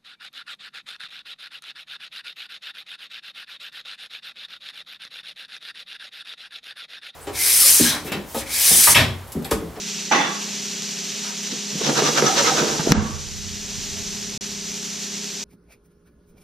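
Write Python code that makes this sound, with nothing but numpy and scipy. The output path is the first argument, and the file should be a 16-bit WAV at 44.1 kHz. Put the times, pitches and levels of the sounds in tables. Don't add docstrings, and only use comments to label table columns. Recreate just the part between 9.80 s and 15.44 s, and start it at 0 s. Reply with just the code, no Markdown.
import sys
import numpy as np
from scipy import signal
from scipy.fft import rfft, irfft
from scipy.io import wavfile
from scipy.ndimage import uniform_filter1d

SR = 44100
rng = np.random.default_rng(int(sys.argv[2]) if len(sys.argv) > 2 else 0)


def how_loud(loudness_db):
    steps = np.asarray(loudness_db, float) / 20
    return 10 ** steps


def generate_wav(signal):
    frames = np.transpose(np.atleast_2d(signal))
    scaled = np.clip(frames, -1, 1) * 32767
    pcm = np.round(scaled).astype(np.int16)
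    wavfile.write(sys.argv[1], SR, pcm)


N = 248724
BLOW_S = 3.1205

# (time [s], level [dB])
SHUDDER_CURVE = [
    (0, -72),
    (1.8, -76),
    (2.05, -67),
    (2.75, -61),
    (3.0, -53),
    (3.12, -40),
    (4.0, -42.5),
    (4.5, -48.5),
    (5.64, -66),
]


def evened(x):
    return x / np.sqrt(np.mean(x ** 2) + 1e-20)


def read(points, hz):
    f, value = np.transpose(points)
    return np.interp(np.log(hz + 1), np.log(f + 1), value)


def envelope(rows, column=1):
    rows = np.array(rows)
    return how_loud(np.interp(np.arange(N) / SR, rows[:, 0], rows[:, column], -150, -150))


def swells(rows):
    t = np.arange(N) / SR
    return sum(how_loud(db) ** 2 * np.exp(-0.5 * ((t - s) / half) ** 2) for s, db, half in rows)


def dying(s, db, rise_s, db_per_s):
    u = np.maximum(np.arange(N) / SR - s, 0)
    fall_db = db_per_s * np.maximum(u - rise_s, 0)
    return np.minimum(u / rise_s, 1) ** 2 * how_loud(db - fall_db) ** 2


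def coloured(x, points):
    log_gain = np.log(how_loud(read(points, abs(np.fft.fftfreq(4096, 1 / SR)))))
    taps = np.fft.ifft(np.exp(np.conj(signal.hilbert(log_gain)))).real[:2048]
    return signal.oaconvolve(x, taps[None], axes=1)[:, :N]


def ringing(x, modes):
    return sum(how_loud(db) * signal.lfilter(*signal.iirpeak(hz, hz / width, SR), x) for hz, width, db in modes)


def pops(per_s, spread_db):
    size = how_loud(spread_db * np.minimum(rng.exponential(1, (2, N)), 4))
    size *= rng.choice([-1, 1], (2, N))
    return evened(size * (rng.random((2, N)) < per_s / SR))


def sizzle():
    # (time [s], level [dB])
    fry_curve = [
        (0, -29.5),
        (1.95, -29.5),
        (2.2, -24),
        (2.7, -22.5),
        (3.0, -26.5),
        (3.3, -27.5),
        (4.0, -30),
        (4.7, -31),
        (5.64, -30),
    ]
    # (frequency [Hz], density [dB per Hz])
    fry_colour = [(260, -53.5), (450, -14.5), (514, -15), (569, -17.5), (699, -14), (1150, -15.5),
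                  (1980, -9.5), (2160, -10), (2430, -7.5), (5140, -3.5), (5950, 1), (6990, -3),
                  (9520, -18.5), (12400, -22.5), (15000, -23)]
    # (time [s], peak [dB])
    fat_spits = [(0.9144, -21), (0.9464, -26), (1.022, -13), (1.0554, -21), (1.0914, -22), (1.3244, -23),
                 (4.8414, -26), (4.9422, -20), (5.1894, -29), (5.3194, -23), (5.437, -22), (5.4437, -16)]
    flurry = how_loud(0.64 * evened(uniform_filter1d(rng.standard_normal(N), 1500)))
    drive = pops(5000, 1.1) + 0.76 * rng.standard_normal((2, N))
    drive *= flurry * envelope(fry_curve)
    drive *= how_loud(-3 * swells([(0.44, 0, 0.11)]))
    for s, db in fat_spits:
        drive[:, round(s * SR)] += 3.3 * how_loud(db)
    unit = np.std(coloured(rng.standard_normal((1, N)), fry_colour))
    fry = 0.75 * coloured(drive, fry_colour) / unit
    wet_hz, wet_width_hz, wet_share, tossed_s = 2800, 1700, 0.24, 2.9
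    wetness = wet_share * np.clip(tossed_s - np.arange(N) / SR, 0, 1)
    return fry + wetness * ringing(fry, [(wet_hz, wet_width_hz, 0)])


def fan():
    # (frequency [Hz], density [dB per Hz])
    air_colour = [(40, -16), (80, -13), (120, -0.5), (150, -7), (200, -8.5), (260, -10), (320, -12),
                  (470, -17), (900, -21), (1500, -30), (2500, -66)]
    # (frequency [Hz], level [dB])
    fan_tones = [(120, -56), (172.3, -48), (204.6, -41), (236.9, -52), (395, -51), (412, -52)]
    drift = rng.standard_normal((2, len(fan_tones), N))
    drift = evened(uniform_filter1d(uniform_filter1d(drift, 4000), 4000))
    tones = np.zeros(N)
    for (hz, db), pitch, loudness in zip(fan_tones, *drift):
        phase = 2 * np.pi * np.cumsum(hz * (1 + 0.002 * pitch)) / SR
        tones += how_loud(db + 1.2 * loudness) * np.sqrt(2) * np.sin(phase)
    return tones + how_loud(-43.5) * evened(coloured(rng.standard_normal((2, N)), air_colour))


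def shudder():
    # (time [s], level [dB], half width [s])
    booms = [
        (2.75, -47, 0.13),
        (3.19, -25, 0.02),
        (3.35, -34, .06),
        (3.61, -41.5, .07),
        (3.99, -38, 0.024),
    ]
    noise = rng.standard_normal((2, N))
    deep = evened(signal.sosfilt(signal.butter(2, [32, 70], "band", fs=SR, output="sos"), noise))
    ring_hz = 79.3
    ring = evened(ringing(ringing(noise, [(ring_hz, 16, 0)]), [(ring_hz, 30, 0)]))
    broad = how_loud(np.array([[-2], [2]])) * deep * envelope(SHUDDER_CURVE)
    swell = np.sqrt(swells(booms) + (how_loud(-4.5) * envelope(SHUDDER_CURVE)) ** 2)
    return broad + how_loud(np.array([[-12], [5]])) * ring * swell


def clatter():
    # (time [s], level [dB])
    landings = [
        (0.311, -17.5),
        (0.32, -13),
        (.337, -27),
        (.375, -24),
        (.41, -24),
        (.445, -26),
    ]
    # (time [s], level [dB])
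    hard_knocks = [
        (.324, -17),
        (.328, -15),
        (.338, -18),
        (.3605, -16),
    ]
    # (frequency [Hz], width [Hz], level [dB])
    utensil_modes = [(293, 26, 1.5), (800, 21, -11), (844, 38, 2), (1100, 27, 5), (1170, 45, -13),
                     (1953, 11, 8), (2270, 43, -21), (2575, 53, 0.5), (3425, 15, 5), (4000, 26, -20),
                     (6000, 80, -5), (5990, 69, -2)]
    # (frequency [Hz], level [dB])
    rattle_colour = [(71, -51.5), (120, -2.5), (296, -3), (614, -7), (807, -5.5), (1280, -3.5),
                     (1920, -4.5), (4900, -18.5), (6110, -13), (7000, -47), (9100, -53), (15400, -120)]
    rise_s = 0.0017
    power = sum(dying(s, db, rise_s, 115) for s, db in landings)
    power = power + dying(landings[0][0], -37.5, rise_s, 23)
    drive = (pops(3000, 2.0) + 0.71 * rng.standard_normal((2, N))) * np.sqrt(power)
    for s, db in hard_knocks:
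        drive[:, round(s * SR)] += 3.1 * how_loud(db)
    noise = rng.standard_normal((2, N))
    rings = ringing(drive, utensil_modes) / np.std(ringing(noise, utensil_modes))
    rings = signal.sosfilt(signal.butter(6, 6800, fs=SR, output="sos"), rings)
    rattle = coloured(drive, rattle_colour) / np.std(coloured(noise, rattle_colour))
    return 0.32 * rings + 0.61 * rattle


def room(x):
    # (frequency [Hz], t60 [s])
    kitchen_t60 = [(150, 0.34), (1000, 0.4), (4000, 0.12), (12000, 0.067)]
    hz, t, z = signal.stft(rng.standard_normal((2, SR // 2)), SR, nperseg=256)
    decay = how_loud(-60 * t / read(kitchen_t60, hz)[:, None])
    tail = signal.istft(z * decay, SR, nperseg=256)[1]
    return signal.fftconvolve(x, tail / np.linalg.norm(tail[0]), axes=1)[:, :N]


def glints():
    # (time [s], level [dB], half width [s], pitch [Hz])
    utensil_glints = [
        (0.317, -17, 0.002, 833),
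        (.326, -21.5, 0.0031, 5990),
        (.35, -29, 0.012, 834),
        (.37, -30, 0.022, 5990),
        (.415, -25.5, 0.016, 832),
        (.43, -33, .035, 3490),
        (.37, -27, 0.024, 1953),
        (.45, -31, 0.011, 1900),
        (.52, -38, .04, 1140),
        (3.25, -31.5, 0.051, 1130),
    ]
    # (time [s], level [dB], half width [s], pitch [Hz])
    pan_glints = [(2.19, -33, .01, 3780), (2.27, -25.5, 0.015, 1195), (2.383, -24, .01, 1347),
                  (2.47, -18.5, 0.0058, 5840), (2.49, -24.5, 0.022, 1280), (2.51, -28.5, 0.028, 770),
                  (2.6, -28, 0.018, 560), (2.662, -26, 0.0057, 2100), (2.685, -24.5, .018, 1276),
                  (2.722, -28.5, .016, 770), (2.8, -28.5, 0.011, 1505), (2.795, -29, .01, 2520),
                  (3.0, -32.5, .008, 866), (3.08, -29, .008, 648), (4.18, -52, .015, 654)]
    noise = rng.standard_normal((2, N // 2))
    out = np.zeros((2, N))
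    for s, db, half, hz in utensil_glints + pan_glints:
        mode = [(hz, 40 + 0.039 * hz, 0)]
        tone = np.tile(evened(ringing(ringing(noise, mode), mode)), 2)
        out += np.sqrt(swells([(s, db, half)])) * tone
    return out


def shake():
    # (frequency [Hz], width [Hz], level [dB])
    stove_modes = [(146, 28, 2), (221, 23, -0.5), (277, 33, -6), (324, 100, -1), (402.5, 15, -2),
                   (453, 31, -4), (560, 17, -14)]
    # (frequency [Hz], width [Hz], level [dB])
    pan_modes = [(770, 49, -0.5), (946, 98, 4), (1280, 280, 4.5), (1523, 72, -3), (2100, 44, -8),
                 (2760, 28, 1)]
    # (frequency [Hz], density [dB per Hz])
    slide_colour = [(880, -28), (1500, -9), (2250, -10.5), (3930, -3), (4540, -8), (5890, -1),
                    (7640, -15.5), (8830, -29), (11300, -40), (13200, -30), (15000, -30)]
    # (time [s], pan scrape [dB], sliding food [dB], half width [s])
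    strokes = [(1.487, -40.5, -60, 0.032), (1.673, -61, -30, 0.0043), (1.722, -48, -30, 0.0067),
               (2.065, -38, -23, 0.019), (2.096, -28.5, -36, .012), (2.187, -20.5, -22.5, 0.014),
               (2.272, -27, -21.5, 0.013), (2.385, -18.5, -20.5, 0.0095), (2.476, -23.5, -23.5, 0.01),
               (2.59, -21, -18, .013), (2.682, -22.5, -20.5, 0.015), (2.79, -23.5, -25.5, 0.016),
               (3.006, -29.5, -50, .006)]
    # (time [s], level [dB], half width [s])
    rumbles = [
        (1.731, -39.5, 0.019),
        (1.96, -42, 0.01),
        (2.016, -22.5, 0.0032),
        (2.096, -21.5, .024),
        (2.19, -19.5, 0.011),
        (2.227, -23.5, 0.024),
        (2.289, -21, 0.0091),
        (2.427, -19, 0.028),
        (2.758, -30, .008),
        (2.831, -24, 0.02),
    ]
    # (time [s], level below full [dB])
    arm_effort = [
        (1.9, -22.5),
        (2.2, -19),
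        (2.284, -4.5),
        (2.424, -12.5),
        (2.624, -0.5),
        (2.746, -5),
        (2.894, -1.5),
        (3.04, -12.5),
        (3.12, -1),
    ]
    # (level at full effort [dB], share of effort followed [1], level after the blow [dB])
    layers = [
        (-24, 0.84, -19.5),
        (-28, 1.2, -21),
        (-33, 0.52, -44),
    ]
    stalls = [
        2.213,
        2.413,
    ]
    grit = [pops(4000, 1.9) + 0.83 * rng.standard_normal((2, N)) for layer in range(3)]
    stove = evened(ringing(grit[0], stove_modes))
    pan = evened(ringing(grit[1], pan_modes))
    food = evened(coloured(grit[2], slide_colour))
    scrapes = [(s, db, half) for s, db, _, half in strokes]
    slides = [(s - 0.0028, db, half) for s, _, db, half in strokes]
    force = []
    for bursts, (full_db, share, after_db) in zip([rumbles, scrapes, slides], layers):
        steady = how_loud(full_db) * envelope(arm_effort) ** share
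        settling = dying(BLOW_S - 0.01, after_db, 0.048, 90)
        force.append(np.sqrt(swells(bursts) + steady ** 2 + settling))
    stall = how_loud(-6.5 * swells([(s, 0, 0.0065) for s in stalls]))
    return (stove * force[0] + pan * force[1] + food * force[2]) * stall


def bumps():
    # (time [s], peak [dB], pitch [Hz], t60 [s])
    glass_bumps = [(1.719, -25.5, 247, 0.1), (1.929, -21, 157, 0.016), (1.951, -17.5, 182, 0.046),
                   (2.01, -17.5, 417, 0.027), (2.09, -9.5, 256, 0.0053), (2.219, -11, 420, 0.035),
                   (2.421, -8.5, 410, 0.017), (2.994, -14, 158, 0.041), (3.0684, -7, 338, 0.013),
                   (3.0902, -12, 197, 0.028), (3.1036, -9.5, 160, 0.039), (3.1107, -12, 170, 0.014),
                   (3.1174, -2, 215, 0.023)]
    wobble_times = [
        3.1448,
        3.1737,
        3.222,
        3.25,
        3.295,
    ]
    # (frequency [Hz], level [dB], t60 [s])
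    stove_ring = [(146, -24.5, 1), (215, -13, 0.5), (456, -38, 0.5), (970, -30, 0.38)]
    # (time [s], peak [dB])
    rim_ticks = [
        (2.095, -8.5),
        (2.222, -11),
        (2.375, -20),
        (2.423, -8),
        (2.573, -13),
        (2.662, -15),
        (2.995, -25),
    ]
    # (frequency [Hz], level [dB])
    tick_colour = [(300, -5), (800, 1), (1400, -2), (2200, -6), (3500, -14), (9000, -44)]
    # (frequency [Hz], level [dB])
    crack_colour = [(200, 0), (700, 4.5), (2000, 4.5), (3500, 1.5), (5800, -6), (7500, -14), (10000, -22),
                    (14500, -4), (16500, -38)]
    out, t = np.zeros((2, N)), np.arange(SR // 2) / SR
    u = t - 0.0053
    wobbles = [(s, -11 - 96 * (s - wobble_times[0]), 214, 0.077) for s in wobble_times]
    for s, db, hz, t60 in glass_bumps + wobbles:
        shape = np.where(u < 0, np.exp(-(u / 0.0019) ** 2), how_loud(-60 * u / t60))
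        out[:, round(s * SR):][:, :len(t)] -= 1.01 * how_loud(db) * shape * np.cos(2 * np.pi * hz * u)

    blow = round(BLOW_S * SR)
    ring = sum(how_loud(db - 60 * t / t60) * np.sin(2 * np.pi * hz * t) for hz, db, t60 in stove_ring)
    out[:, blow:][:, :len(t)] += ring * (1 - np.exp(-t / 0.029))
    ping = 0.7 * np.sin(2 * np.pi * 5800 * t) * (t / 0.00038) ** 2 * np.exp(2 - 2 * t / 0.00041)
    out[:, round((BLOW_S - 0.0006) * SR):][:, :len(t)] += ping

    click, ticks = np.zeros((2, 2, N))
    click[:, blow] = 1
    for s, db in rim_ticks:
        ticks[:, round(s * SR)] = -how_loud(db)
    splinter = rng.standard_normal((2, len(t))) * 0.3 * np.exp(-t / 0.0021)
    crack = click.copy()
    crack[:, blow + 1:][:, :len(t)] = 0.59 * splinter[0] + 0.5 * splinter
    crack = coloured(crack, crack_colour)
    out += how_loud(0.5) * crack / abs(crack).max()
    return out + coloured(ticks, tick_colour) / coloured(click, tick_colour).max()


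def ports(pair, same, tilt_db):
    # (frequency [Hz], left lead [rad])
    left_lead = [(100, -0.27), (300, -0.39), (700, 0.62), (1500, -0.15), (3000, 0.11), (6000, -0.45),
                 (15000, 0)]
    hz, (a, b) = np.fft.rfftfreq(N, 1 / SR), rfft(pair)
    likeness, half = np.clip(read(same, hz), 0, 1), how_loud(tilt_db / 2)
    right = likeness * a * np.exp(-1j * read(left_lead, hz)) + np.sqrt(1 - likeness ** 2) * b
    return irfft(np.array([a * half, right / half]), N)


def frayed(top):
    hz, t, z = signal.stft(top, SR, nperseg=2048)
    patches = np.repeat(rng.standard_normal((len(t), 65)), 16, axis=1)[:, :len(hz)].T
    edge_hz = 15150 + 300 * evened(uniform_filter1d(rng.standard_normal(len(t)), size=2))
    loss_db = -9.0 * np.clip(patches - 0.9, 0, 3) * (hz > 9000)[:, None]
    kept = how_loud(loss_db) * (hz[:, None] < edge_hz)
    return signal.istft(z * kept, SR, nperseg=2048)[1][:, :N]


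def scene():
    # (frequency [Hz], likeness [1])
    same_steady = [(60, 11), (99, 2.5), (160, 0.77), (270, 3.43), (450, 0.4), (740, 0.14), (1220, 0.28),
                   (2010, 0.87), (3330, 1.1), (5500, 0.9), (9080, 0.03), (15000, 0.6)]
    # (frequency [Hz], likeness [1])
    same_moving = [(60, 0.2), (110, 1), (200, 0.95), (380, 1), (700, 0.89), (1290, 0.1), (2380, 0.47),
                   (4400, 0.64), (8120, 0.22), (15000, 0.58)]
    # (frequency [Hz], left over right [dB])
    lean = [(60, 1), (130, -0.5), (290, -1), (640, -4), (1410, -2.5), (3100, -1.5), (6820, 0.5), (15000, 1)]
    t = np.arange(N) / SR - BLOW_S
    duck = how_loud(-9.5 * np.clip(t / 0.02, 0, 1) * np.clip(1 - t / 0.93, 0, 1))
    steady = ports(sizzle() + fan(), same_steady, -0.47)
    hits, lean_db = bumps(), read(lean, np.fft.rfftfreq(N, 1 / SR))
    moving = ports(shake() + clatter() + glints(), same_moving, lean_db)
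    wash = (steady + moving + how_loud(-15.5) * room(hits + moving)) * duck
    air = hits + signal.sosfilt(signal.cheby2(10, 50, 15900, fs=SR, output="sos"), wash)
    wind_cut_hz = 119
    cut = signal.sosfiltfilt(signal.cheby2(8, 32, wind_cut_hz, "high", fs=SR, output="sos"), air)
    opened = np.minimum(envelope(SHUDDER_CURVE) / how_loud(-45), 1) ** 1.06
    return cut + (air - cut) * opened + shudder()


def roll_off(x):
    return signal.sosfilt(signal.butter(12, 16330, fs=SR, output="sos"), x)


def record(dry):
    # (time [s], recovery [s], level change [dB])
    top_shifts = [
        (.315, 0.065, 2.5),
        (3.122, 0.084, -24),
    ]
    t = np.arange(N) / SR
    body = signal.sosfiltfilt(signal.butter(6, 8300, fs=SR, output="sos"), dry)
    thin_db = sum(db * (t > s) * np.exp(-((t - s) / back) ** 4) for s, back, db in top_shifts)
    flutter_db = 0.75 * evened(uniform_filter1d(uniform_filter1d(rng.standard_normal(N), 1200), 1200))
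    top = frayed(dry - body) * how_loud(uniform_filter1d(thin_db, 60) + flutter_db)
    kept = np.clip(body + top, -1, 1)
    kept = kept * ((t < 4.5765) | (t > 4.6097))
    kept = signal.sosfiltfilt(signal.cheby2(10, 50, 16250, fs=SR, output="sos"), kept)
    return roll_off(kept)


dry = scene()
out = record(dry)
generate_wav(out)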